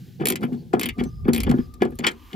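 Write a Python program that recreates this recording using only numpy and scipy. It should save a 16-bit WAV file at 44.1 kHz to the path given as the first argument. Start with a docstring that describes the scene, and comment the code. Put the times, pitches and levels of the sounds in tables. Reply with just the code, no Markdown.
"""In a garage, a ratchet wrench works on a nut in a car's bodywork, close to a phone microphone pair.
On each back swing the pawl clicks over the teeth: noise bursts, and decaying modes of the steel shaft.
When the play is taken up the tool knocks, and the hollow panel's modes and filtered noise boom with it.
Random contacts rattle in the loose joints; at the end the socket scrapes and clanks off the nut.
Shaped noise gives the rumble of the handled car, faint air, brief hisses and a thin hum."""
import sys
import numpy as np
from scipy import signal
from scipy.fft import rfft, irfft, next_fast_len
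from scipy.io import wavfile
from scipy.ndimage import map_coordinates

SR = 44100
rng = np.random.default_rng(int(sys.argv[2]) if len(sys.argv) > 2 else 0)


def put_to_file(sound):
    """Save the sound as 16-bit audio at rate SR, in the file named by the first command-line argument."""
    columns = np.atleast_2d(sound).T  # one column per channel
    safe = np.clip(columns, -1, 1)
    whole_steps = np.round(safe * 32767)
    wavfile.write(sys.argv[1], SR, whole_steps.astype(np.int16))


def boost(x):
    """Linear amplitude factor 10**(x/20) for a level x in decibels (scalar or array-like)."""
    u = np.asarray(x, float) / 20
    return 10 ** u


N = 103635  # samples

# modes of the steel shaft: f/Hz, relative level/dB, t60/s before any change of damping
SHAFT = [(1793, -8, 0.017), (2074, 0.5, 0.057), (2336, -1, 0.05), (2443, -4.5, 0.068), (2511, -2.5, 0.058),
         (2720, -7, 0.045), (2893, -3, 0.051), (3140, -2.5, 0.063), (3254, -2, 0.039), (3577, -11.5, 0.037),
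         (4530, -14, 0.032), (5190, -19.5, 0.037)]
# spectrum of the brightest steel noise: f/Hz, relative density/dB per Hz
TREBLE = [(4710, -56), (8000, -28), (8610, -39), (8740, 5), (9920, 2.5), (11600, -3), (12600, -2.5),
          (14400, -1), (16100, -27), (16700, -64)]
# spectrum of the steel noise below it: f/Hz, relative density/dB per Hz
MIDDLE = [(2240, -8.5), (3800, -5.5), (4240, -1), (4760, -9), (5280, -3), (5810, -14.5), (7160, -2),
          (8200, -0.5), (10700, -43), (18000, -120)]
# spectrum of broad sheet-metal clatter: f/Hz, relative density/dB per Hz
CLATTER = [(400, -49), (600, -27), (800, 6.5), (1200, 11.5), (1700, 12.5), (2500, -38), (4000, -28),
           (5000, -60)]
CONTACT_SPREAD_DB = 4  # uneven strength of small steel contacts


def unit(x):
    """Normalisation to an rms of 1."""
    return x / np.sqrt(np.mean(x ** 2) + 1e-20)


def along(points, hz):
    """Linear interpolation of (f/Hz, value) points on a logarithmic frequency axis."""
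    f, v = np.transpose(points)
    return np.interp(np.log(hz + 1), np.log(f + 1), v)


def level(rows):
    """Amplitude modulation: gain per sample, interpolated in dB from (t/s, level/dB) rows."""
    s, db = np.transpose(rows)
    return boost(np.interp(np.arange(N) / SR, s, db))


def wobble(rate):
    """Slow random modulation: a smooth curve through rate random knots a second."""
    knots = rng.standard_normal(int(N * rate / SR) + 4)
    return map_coordinates(knots, [np.arange(N) * rate / SR])


def filtered(x, response):
    """Linear filtering: the spectrum times a complex response of frequency."""
    m = next_fast_len(N + SR // 2)
    return irfft(rfft(x, m) * response(np.fft.rfftfreq(m, 1 / SR)), m)[..., :N]


def coloured(x, spectrum):
    """Spectral shaping of x by (f/Hz, level/dB) points, to an rms of 1."""
    return unit(filtered(x, lambda hz: boost(along(spectrum, hz))))


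def noise(spectrum):
    """Subtractive synthesis: white noise given a spectrum, with an rms of 1."""
    return coloured(rng.standard_normal(N), spectrum)


def band(hz, width):
    """Band-pass noise around a frequency, with sloping sides."""
    return noise([(max(hz - width, 20), -45), (hz, 0), (hz + width, -45)])


def envelope(events, t60, rise):
    """Superposed impulse responses: quick rise and exponential fall after each (t/s, level/dB)."""
    t = np.arange(SR // 4) / SR
    starts = [round(s * SR) for s, _ in events]
    spikes = np.bincount(starts, boost([db for _, db in events]), N)[:N]
    return signal.fftconvolve(spikes, boost(-60 * t / t60) * (1 - np.exp(-t / rise)))[:N]


def swells(rows):
    """Growth and decay: a bell-shaped rise to each peak, an exponential fall after it."""
    t = np.arange(N) / SR
    total = 0
    for s, db, swell, t60 in rows:
        loss_db = np.where(t < s, 9 * ((s - t) / swell) ** 2, 60 * (t - s) / t60)
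        total = total + boost(db - loss_db)
    return total


def ring(modes, split_hz, tilt_db, rise, free, scatter_db, spread, upper_db=0):
    """Modal synthesis of one blow, peak 1: free scales each decay time, tilt_db favours modes below split_hz."""
    hz, db, t60 = np.transpose(modes)[:, :, None]
    t = np.arange(SR // 4) / SR
    level_chance, phase_chance, pitch_chance = rng.standard_normal((3, len(modes), 1))
    tilt = np.where(hz < split_hz, tilt_db, -tilt_db) / 2
    start_db = db + scatter_db * level_chance + tilt + upper_db * (hz > 600)
    gain = boost(start_db - 60 * t / (t60 * free))
    phase = 2 * np.pi * hz * (1 + spread * pitch_chance) * t + spread * 60 * phase_chance
    wave = np.sum(gain * np.sin(phase), axis=0)
    wave = wave * (1 - np.exp(-(t / rise) ** 2))
    return wave / np.abs(wave).max()


def add(out, s, sound):
    """Superposition: mixes a sound in at time s."""
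    out[round(s * SR):][:len(sound)] += sound


def body(f):
    """Resonance: the shaft's modes as a bank of band-pass filters of alternating sign."""
    blur = 7.9  # chatter widens each mode: width/Hz times t60/s
    total = 0
    for k, (centre, db, t60) in enumerate(SHAFT):
        damping = 1j * f * blur / t60
        total = total + (-1) ** k * boost(db) * damping / (centre * centre - f * f + damping)
    return total


def rumble():
    """Low-frequency structure-borne noise of the handled car, partly common to both ports."""
    # t/s, relative level of the deep band/dB, relative level of the upper bass/dB
    strengths = np.array([(0.0, -57, -31.5), (0.06, -60, -39.5), (0.77, -54.5, -35), (0.939, -28.5, -40),
                          (0.96, -45, -67), (1.02, -31.5, -34.5), (1.12, -37.5, -34.5), (1.25, -25, -32.5),
                          (1.33, -37, -57), (1.43, -25.5, -38), (1.5, -22, -34), (1.56, -35.5, -36),
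                          (1.74, -40, -46.5), (1.82, -45.5, -45), (1.96, -37.5, -36), (1.991, -49, -63),
                          (2.281, -46, -59), (2.35, -57, -64)])
    # spectrum of the deep band: f/Hz, relative density/dB per Hz
    deep = [(21, -46), (38, -5), (65, -3), (90, -6.5), (120, -28), (200, -120)]
    # spectrum of the upper bass: f/Hz, relative density/dB per Hz
    upper_bass = [(45, -35), (70, 5), (100, 13), (140, 15.5), (200, 8.5), (260, -44)]

    def draw():
        bass = level(strengths[:, ::2]) * boost(-5) * noise(upper_bass)
        return level(strengths[:, :2]) * noise(deep) + bass

    shared = draw()
    return np.array([shared + boost(-6) * draw() for _ in range(2)])


def air():
    """Partly coherent background noise: a shared part that fluctuates and a steadier one for each port."""
    # spectrum of the air noise: f/Hz, relative density/dB per Hz
    spectrum = [(200, -24), (300, 2), (500, -28.5), (900, -51), (1500, -16), (2200, -18), (3400, -14.5),
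                (4800, -17), (7400, -22.5), (8000, -25.5), (9700, -30.5), (10500, -22), (15500, -22),
                (16200, -52)]
    # course of the air noise: t/s, relative level/dB
    course = level([(0, -65), (.75, -64.5), (.9, -71), (1.6, -63.5), (2, -68.5), (2.2, -62)])
    shared = course * boost(3.3 * wobble(5.63)) * noise(spectrum)
    return np.array([shared + course * boost(-5) * noise(spectrum) for _ in range(2)])


def loaded_panel():
    """Forced vibration: hand and tool load the panel and keep it booming unevenly."""
    # course of the load: t/s, level/dB before the unevenness
    load = [(0, -52.5), (.185, -57), (.2, -27.5), (.33, -28), (.39, -38.5), (.41, -32.5), (.46, -28),
            (.55, -39.5), (.58, -41.5), (.7, -54.5), (.725, -40.5), (.76, -26.5), (.9, -35.5), (.945, -65),
            (.98, -34), (1.03, -29.5), (1.08, -48), (1.12, -54), (1.22, -55.5), (1.25, -43), (1.31, -24),
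            (1.43, -36.5), (1.46, -36.5), (1.48, -21.5), (1.6, -38.5), (1.66, -55), (1.8, -51),
            (1.84, -28.5), (1.88, -35), (1.98, -55.5), (2, -33.5), (2.09, -29), (2.19, -59.5),
            (2.32, -58.5), (2.35, -25.5)]
    # spectrum of the boom: f/Hz, relative density/dB per Hz
    spectrum = [(88, -64), (150, -5), (242, 3), (299, -9), (383, 0), (616, -25), (662, -22), (746, -18),
                (888, -25.5), (1000, -26.5), (1300, -56), (2200, -120)]
    uneven = boost(2.5 * wobble(40.22))
    return level(load) * uneven * noise(spectrum)


def rattles():
    """Random excitation of resonators: small contacts in loose joints ring the shaft, sheet metal and bright ticks."""
    # clusters of contacts: t/s of the peak, relative level/dB, swell/s, t60/s, bright ticks over that level/dB
    clusters = [(0.198, -44, 0.0013, .05, -20), (0.211, -34, 0.0029, 0.085, -23),
                (0.418, -47.5, 0.0047, 0.12, -14), (0.436, -34.5, 0.0078, 0.072, -13.5),
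                (0.535, -50, 0.0098, 0.062, -5.5), (0.734, -27, 0.0027, 0.068, -18),
                (0.986, -46, 0.0062, 0.1, -8), (1.005, -39, 0.0096, 0.045, -21),
                (1.255, -46, 0.0064, 0.036, -32), (1.289, -34.5, 0.011, 0.063, -15),
                (1.469, -39, 0.0048, 0.19, -30), (1.495, -38, 0.002, 0.083, -5),
                (1.514, -29, 0.0018, 0.031, -14.5), (1.585, -47.5, 0.0064, 0.11, -28),
                (1.812, -45.5, 0.0064, 0.1, -35), (1.824, -33, 0.005, 0.085, -12.5),
                (1.851, -41, 0.0029, 0.047, -10), (1.923, -56, 0.0045, 0.034, 1),
                (2.006, -47, 0.0033, 0.069, -24), (2.049, -25, 0.013, 0.099, -29),
                (2.084, -30.5, 0.0036, 0.066, -16), (2.113, -53, 0.0044, 0.054, 10.5),
                (2.325, -51, 0.016, .08, -11)]
    contacts_per_s, soft_hz = 1300, 5000

    def grit():
        hits = rng.random(N) < contacts_per_s / SR
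        return unit(hits * rng.standard_normal(N) * boost(CONTACT_SPREAD_DB * wobble(150)))

    def soft(hz):  # soft contacts excite the shaft less in the treble
        return body(hz) / (1 + 1j * hz / soft_hz) ** 2

    low = swells([row[:4] for row in clusters])
    high = swells([(s, db + bright_db, swell, t60) for s, db, swell, t60, bright_db in clusters])
    contacts = grit()
    rung = filtered(low * contacts, soft) / np.std(filtered(contacts, soft))
    sheet = boost(-0.5) * low * coloured(grit(), CLATTER)
    ticks = high * (coloured(grit(), MIDDLE) + boost(-5) * coloured(grit(), TREBLE))
    return rung + sheet + ticks


def knocks():
    """Free vibration: soft knocks ring the modes of the hollow steel panel, with a noisy crunch."""
    # t/s, peak level of the ring/dB, low over high modes/dB, change of modes above 600 Hz/dB,
    # rise/s, factor on the modes' t60
    blows = [(0.209, -13, -0.5, 0.5, 0.0061, 0.62), (0.234, -22.5, -23, -1, 0.0027, 1.4),
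             (0.26, -20, 3, -14, 0.0014, 1.3), (0.278, -22.5, -5, -5, 0.0022, 0.78),
             (0.302, -16.5, -15, -4.5, 0.0042, 2.5), (0.419, -25, 13, 0, 0.0069, 0.78),
             (0.434, -14, 5, 0.5, 0.0048, 1.03), (0.45, -27, 15, 5, 0.0016, 1.6),
             (0.518, -19.5, 14.5, -9, 0.0035, 2), (0.537, -29, 28, 2, 0.007, 0.32),
             (0.735, -2.5, -3.5, 1.5, 0.0034, 0.98), (0.766, -17, -1, -4, 0.0027, 0.82),
             (0.814, -23.5, -9, -1, 0.002, 0.52), (0.982, -19.5, 19, 2, 0.0038, 1.8),
             (1.007, -13, -2.5, -6.5, 0.0043, 1.6), (1.055, -20, 8, -1, 0.0087, 0.62),
             (1.254, -18, -1, -8.5, 0.0056, 0.47), (1.281, -3, -0.5, -7, 0.0044, 1.11),
             (1.474, -17, 2, -1, 0.0054, 0.76), (1.494, -7.5, 15, -3, 0.0046, 1.1),
             (1.516, -21, -8, 17, 0.0034, 1.1), (1.539, -8, 8, -15, 0.0028, 0.76),
             (1.587, -11.5, 8.5, -15, 0.0043, 0.64), (1.81, -18, 28, 0, 0.0037, 1.4),
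             (1.82, -4, -8.5, 0.5, 0.0025, 0.9), (1.853, -15, 3.5, -1.5, 0.0012, 0.98),
             (1.921, -28, 3, -6, 0.004, 1), (1.993, -20.5, 5.5, -1.5, 0.0012, 0.85),
             (2.071, -19, -3.5, 3, 0.00087, 0.43), (2.333, -32, -13, -1, 0.0065, 0.81)]
    # modes of the panel: f/Hz, relative level/dB, t60/s before that factor
    modes = [(141.7, -10, 0.16), (206.7, -7.5, 0.07), (234.7, -2, 0.1), (379.1, -0.5, 0.079),
             (400.8, -1.5, 0.058), (512.6, -17, 0.083), (723, -13.5, 0.052), (758, -8.5, 0.045),
             (1009, -17, 0.051), (1102, -23.5, 0.053)]
    out = np.zeros(N + SR)
    for s, db, tilt_db, upper_db, rise, free in blows:
        blow = ring(modes, 300, tilt_db, rise, free, scatter_db=1.5, spread=0.006, upper_db=upper_db)
        add(out, s, boost(db) * blow)
    crunches = [(s, db - 27 - tilt_db / 2) for s, db, tilt_db, *_ in blows]
    return out[:N] + envelope(crunches, t60=0.1, rise=0.00066) * noise(CLATTER)


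def wrench():
    """Impact excitation: pawl snaps are noise bursts; each contact rings the shaft, with spring and tooth chatter."""
    # pawl clicks and small steel ticks: t/s, reference level/dB,
    # middle burst relative to it/dB and shaft ring relative to it/dB, each before an offset
    clicks = [(0.2554, -8.5, 2.5, -4.5), (0.27, -8.5, 7, -6), (0.285, -7, 3, -6.5), (0.3013, -6.5, 1, -8.5),
              (0.3214, -18.5, 7, -4), (0.3568, -20, 10.5, 4.5), (0.4085, -42, 7, -24),
              (0.4329, -33.5, 0, -5), (0.4508, -41, -1, -25), (0.795, -18, 11, -2), (0.8123, -15, -1, 7.5),
              (0.832, -19.5, 15.5, 7.5), (0.8576, -14, -5, 2), (0.8882, -21, 5.5, 8), (0.9867, -44, 6, 2),
              (1, -43, 12, 9), (1.0373, -37, 17, 4.5), (1.3333, -14.5, 10, -8.5), (1.346, -19, 9.5, 2),
              (1.361, -20, 8, 4), (1.3786, -17, -8, 5), (1.4031, -19, 12, 1), (1.4335, -18.5, 5, 1.5),
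              (1.739, -38.5, 12.5, -20), (1.906, -43, -7, -5), (1.954, -36, -7, -16),
              (1.9885, -24, 10.5, -3), (2.0665, -20, 0, -8)]
    # steel on steel without the pawl: t/s, reference level/dB, middle burst over it/dB, low over high modes/dB
    clanks = [(0.5494, -49.5, -9, -15), (0.7353, -25, -11, 2), (1.4666, -40, -26, 5),
              (1.5848, -42, -15, -1), (1.8194, -15.5, -24, -2), (2.0669, -4, -11.5, -10.5),
              (2.0703, -11.5, -11, 0.5), (2.0815, -17, -10, -7), (2.3303, -29, -19, -29),
              (2.3378, -41, -13, 11)]
    snap_rise, shaft_rise = 0.00021, 0.00026  # s
    top = envelope([(s, db - 8.5) for s, db, _, _ in clicks], 0.028, snap_rise) * noise(TREBLE)
    bursts = [(s, db + rel - 17) for s, db, rel, _ in clicks]
    bursts += [(s, db + rel) for s, db, rel, _ in clanks]
    middle = envelope(bursts, 0.029, snap_rise) * noise(MIDDLE)

    # t/s, level/dB, clear ring relative to it/dB, low over high modes/dB
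    blows = [(s, db + rel - 5.5, -4, 0) for s, db, _, rel in clicks]
    blows += [(s, db - 6, 0, tilt_db) for s, db, _, tilt_db in clanks]
    shaft = np.zeros(N + SR)
    for s, db, clear_db, tilt_db in blows:
        blow = ring(SHAFT, 3050, tilt_db, shaft_rise, free=0.68, scatter_db=4.5, spread=0.013)
        add(shaft, s, boost(db + clear_db) * blow)

    shake = envelope([blow[:2] for blow in blows], 0.042, shaft_rise)
    rough = rng.standard_normal(N) * boost(CONTACT_SPREAD_DB * wobble(300))
    chatter = filtered(shake * rough, body) / np.std(filtered(rough, body)) / 2
    sheet = boost(-19) * shake * noise(CLATTER)
    steel = middle + shaft[:N] + chatter + sheet
    # a near wall returns the steel once, 12.4 ms later
    echo = boost(-13.5) * np.pad(steel, (round(0.0124 * SR), 0))[:N]
    return top + steel + echo


def hisses():
    """Band-limited noise: faint hisses that rise and fall under a rounded window."""
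    # start t/s, length/s, centre f/Hz, half-width/Hz, level/dB
    rows = [(.57, 0.059, 4450, 1200, -62.5), (1.05, 0.047, 6100, 704, -58.5),
            (1.057, 0.18, 5050, 900, -68.5), (1.586, 0.082, 5000, 700, -62), (2.002, 1, 3130, 3500, -60.5),
            (2.1, 0.41, 1040, 515, -61.5), (2.2, 0.2, 12700, 6040, -67.5)]
    t, total = np.arange(N) / SR, 0
    for s, length, hz, width, db in rows:
        window = np.sin(np.pi * np.clip((t - s) / length, 0, 1)) ** 0.5
        total = total + boost(db) * window * band(hz, width)
    return total


def hum():
    """Narrow-band noise: a thin fluctuating hum sets in, drawn anew for each port."""
    # t/s, level/dB before the fluctuation
    course = level([(0, -81), (.88, -100), (.94, -60), (2.35, -61)])
    return np.array([course * boost(2.2 * wobble(12.27)) * band(1200, 205) for _ in range(2)])


def cavity(x):
    """Reverberation: each frequency of the surrounding bodywork's answer dies at its own speed."""
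    # decay of the bodywork's answer: f/Hz, t60/s
    decay = [(200, 0.13), (2000, 0.11), (12000, 0.01)]
    hz, t, z = signal.stft(rng.standard_normal((2, SR // 4)), SR, nperseg=256)
    fading = z * boost(-60 * t / along(decay, hz)[:, None])
    tail = signal.istft(fading, SR, nperseg=256)[1]
    return signal.fftconvolve(x[None], tail / np.linalg.norm(tail[0]), axes=1)[:, :N]


def two_ports(x):
    """Interchannel phase and level difference: each port hears the work in its own way."""
    # phase by which left leads right: f/Hz, phase/rad
    lead = [(0, 0), (200, .55), (400, .5), (520, .8), (800, 1.6), (1400, 2), (1640, 3.6), (1890, 5.2),
            (2240, 5.6), (3100, 7.4), (4220, 6.5), (5170, 7.6), (5600, 5.3), (6550, 5), (7410, 3.6),
            (9560, 2.8), (11500, .5), (16400, .3)]
    # left over right: f/Hz, level difference/dB
    pan = [(30, .4), (85, .2), (170, 1), (240, 2.5), (420, 2.5), (700, 7), (1400, 2.6), (5600, 2.6),
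           (10000, 0), (16000, .1)]
    side = np.array([[.5], [-.5]])
    return filtered(x, lambda hz: boost(side * along(pan, hz)) * np.exp(1j * side * along(lead, hz)))


def scene():
    """Superposition of the direct work, the bodywork's reverberation and the background."""
    background = rumble() + air()
    work = loaded_panel() + rattles() + knocks() + wrench()
    background = background + hisses() + hum()
    return two_ports(work) + boost(-12) * cavity(work) + background


def low_pass(x):
    """Removes everything above the highest recorded frequency."""
    return signal.sosfilt(signal.butter(12, 16810, fs=SR, output="sos"), x)


def record(dry):
    """Band limitation: the phone's microphones lose the deepest bass and the top treble."""
    low_cut_hz, top_hz = 45, 16200

    def microphone(hz):
        high_pass = (1j * hz / (low_cut_hz + 1j * hz)) ** 2
        return high_pass / np.sqrt(1 + (hz / top_hz) ** 60)

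    mix = filtered(dry, microphone)
    return low_pass(mix)


dry = scene()
out = record(dry)
put_to_file(out)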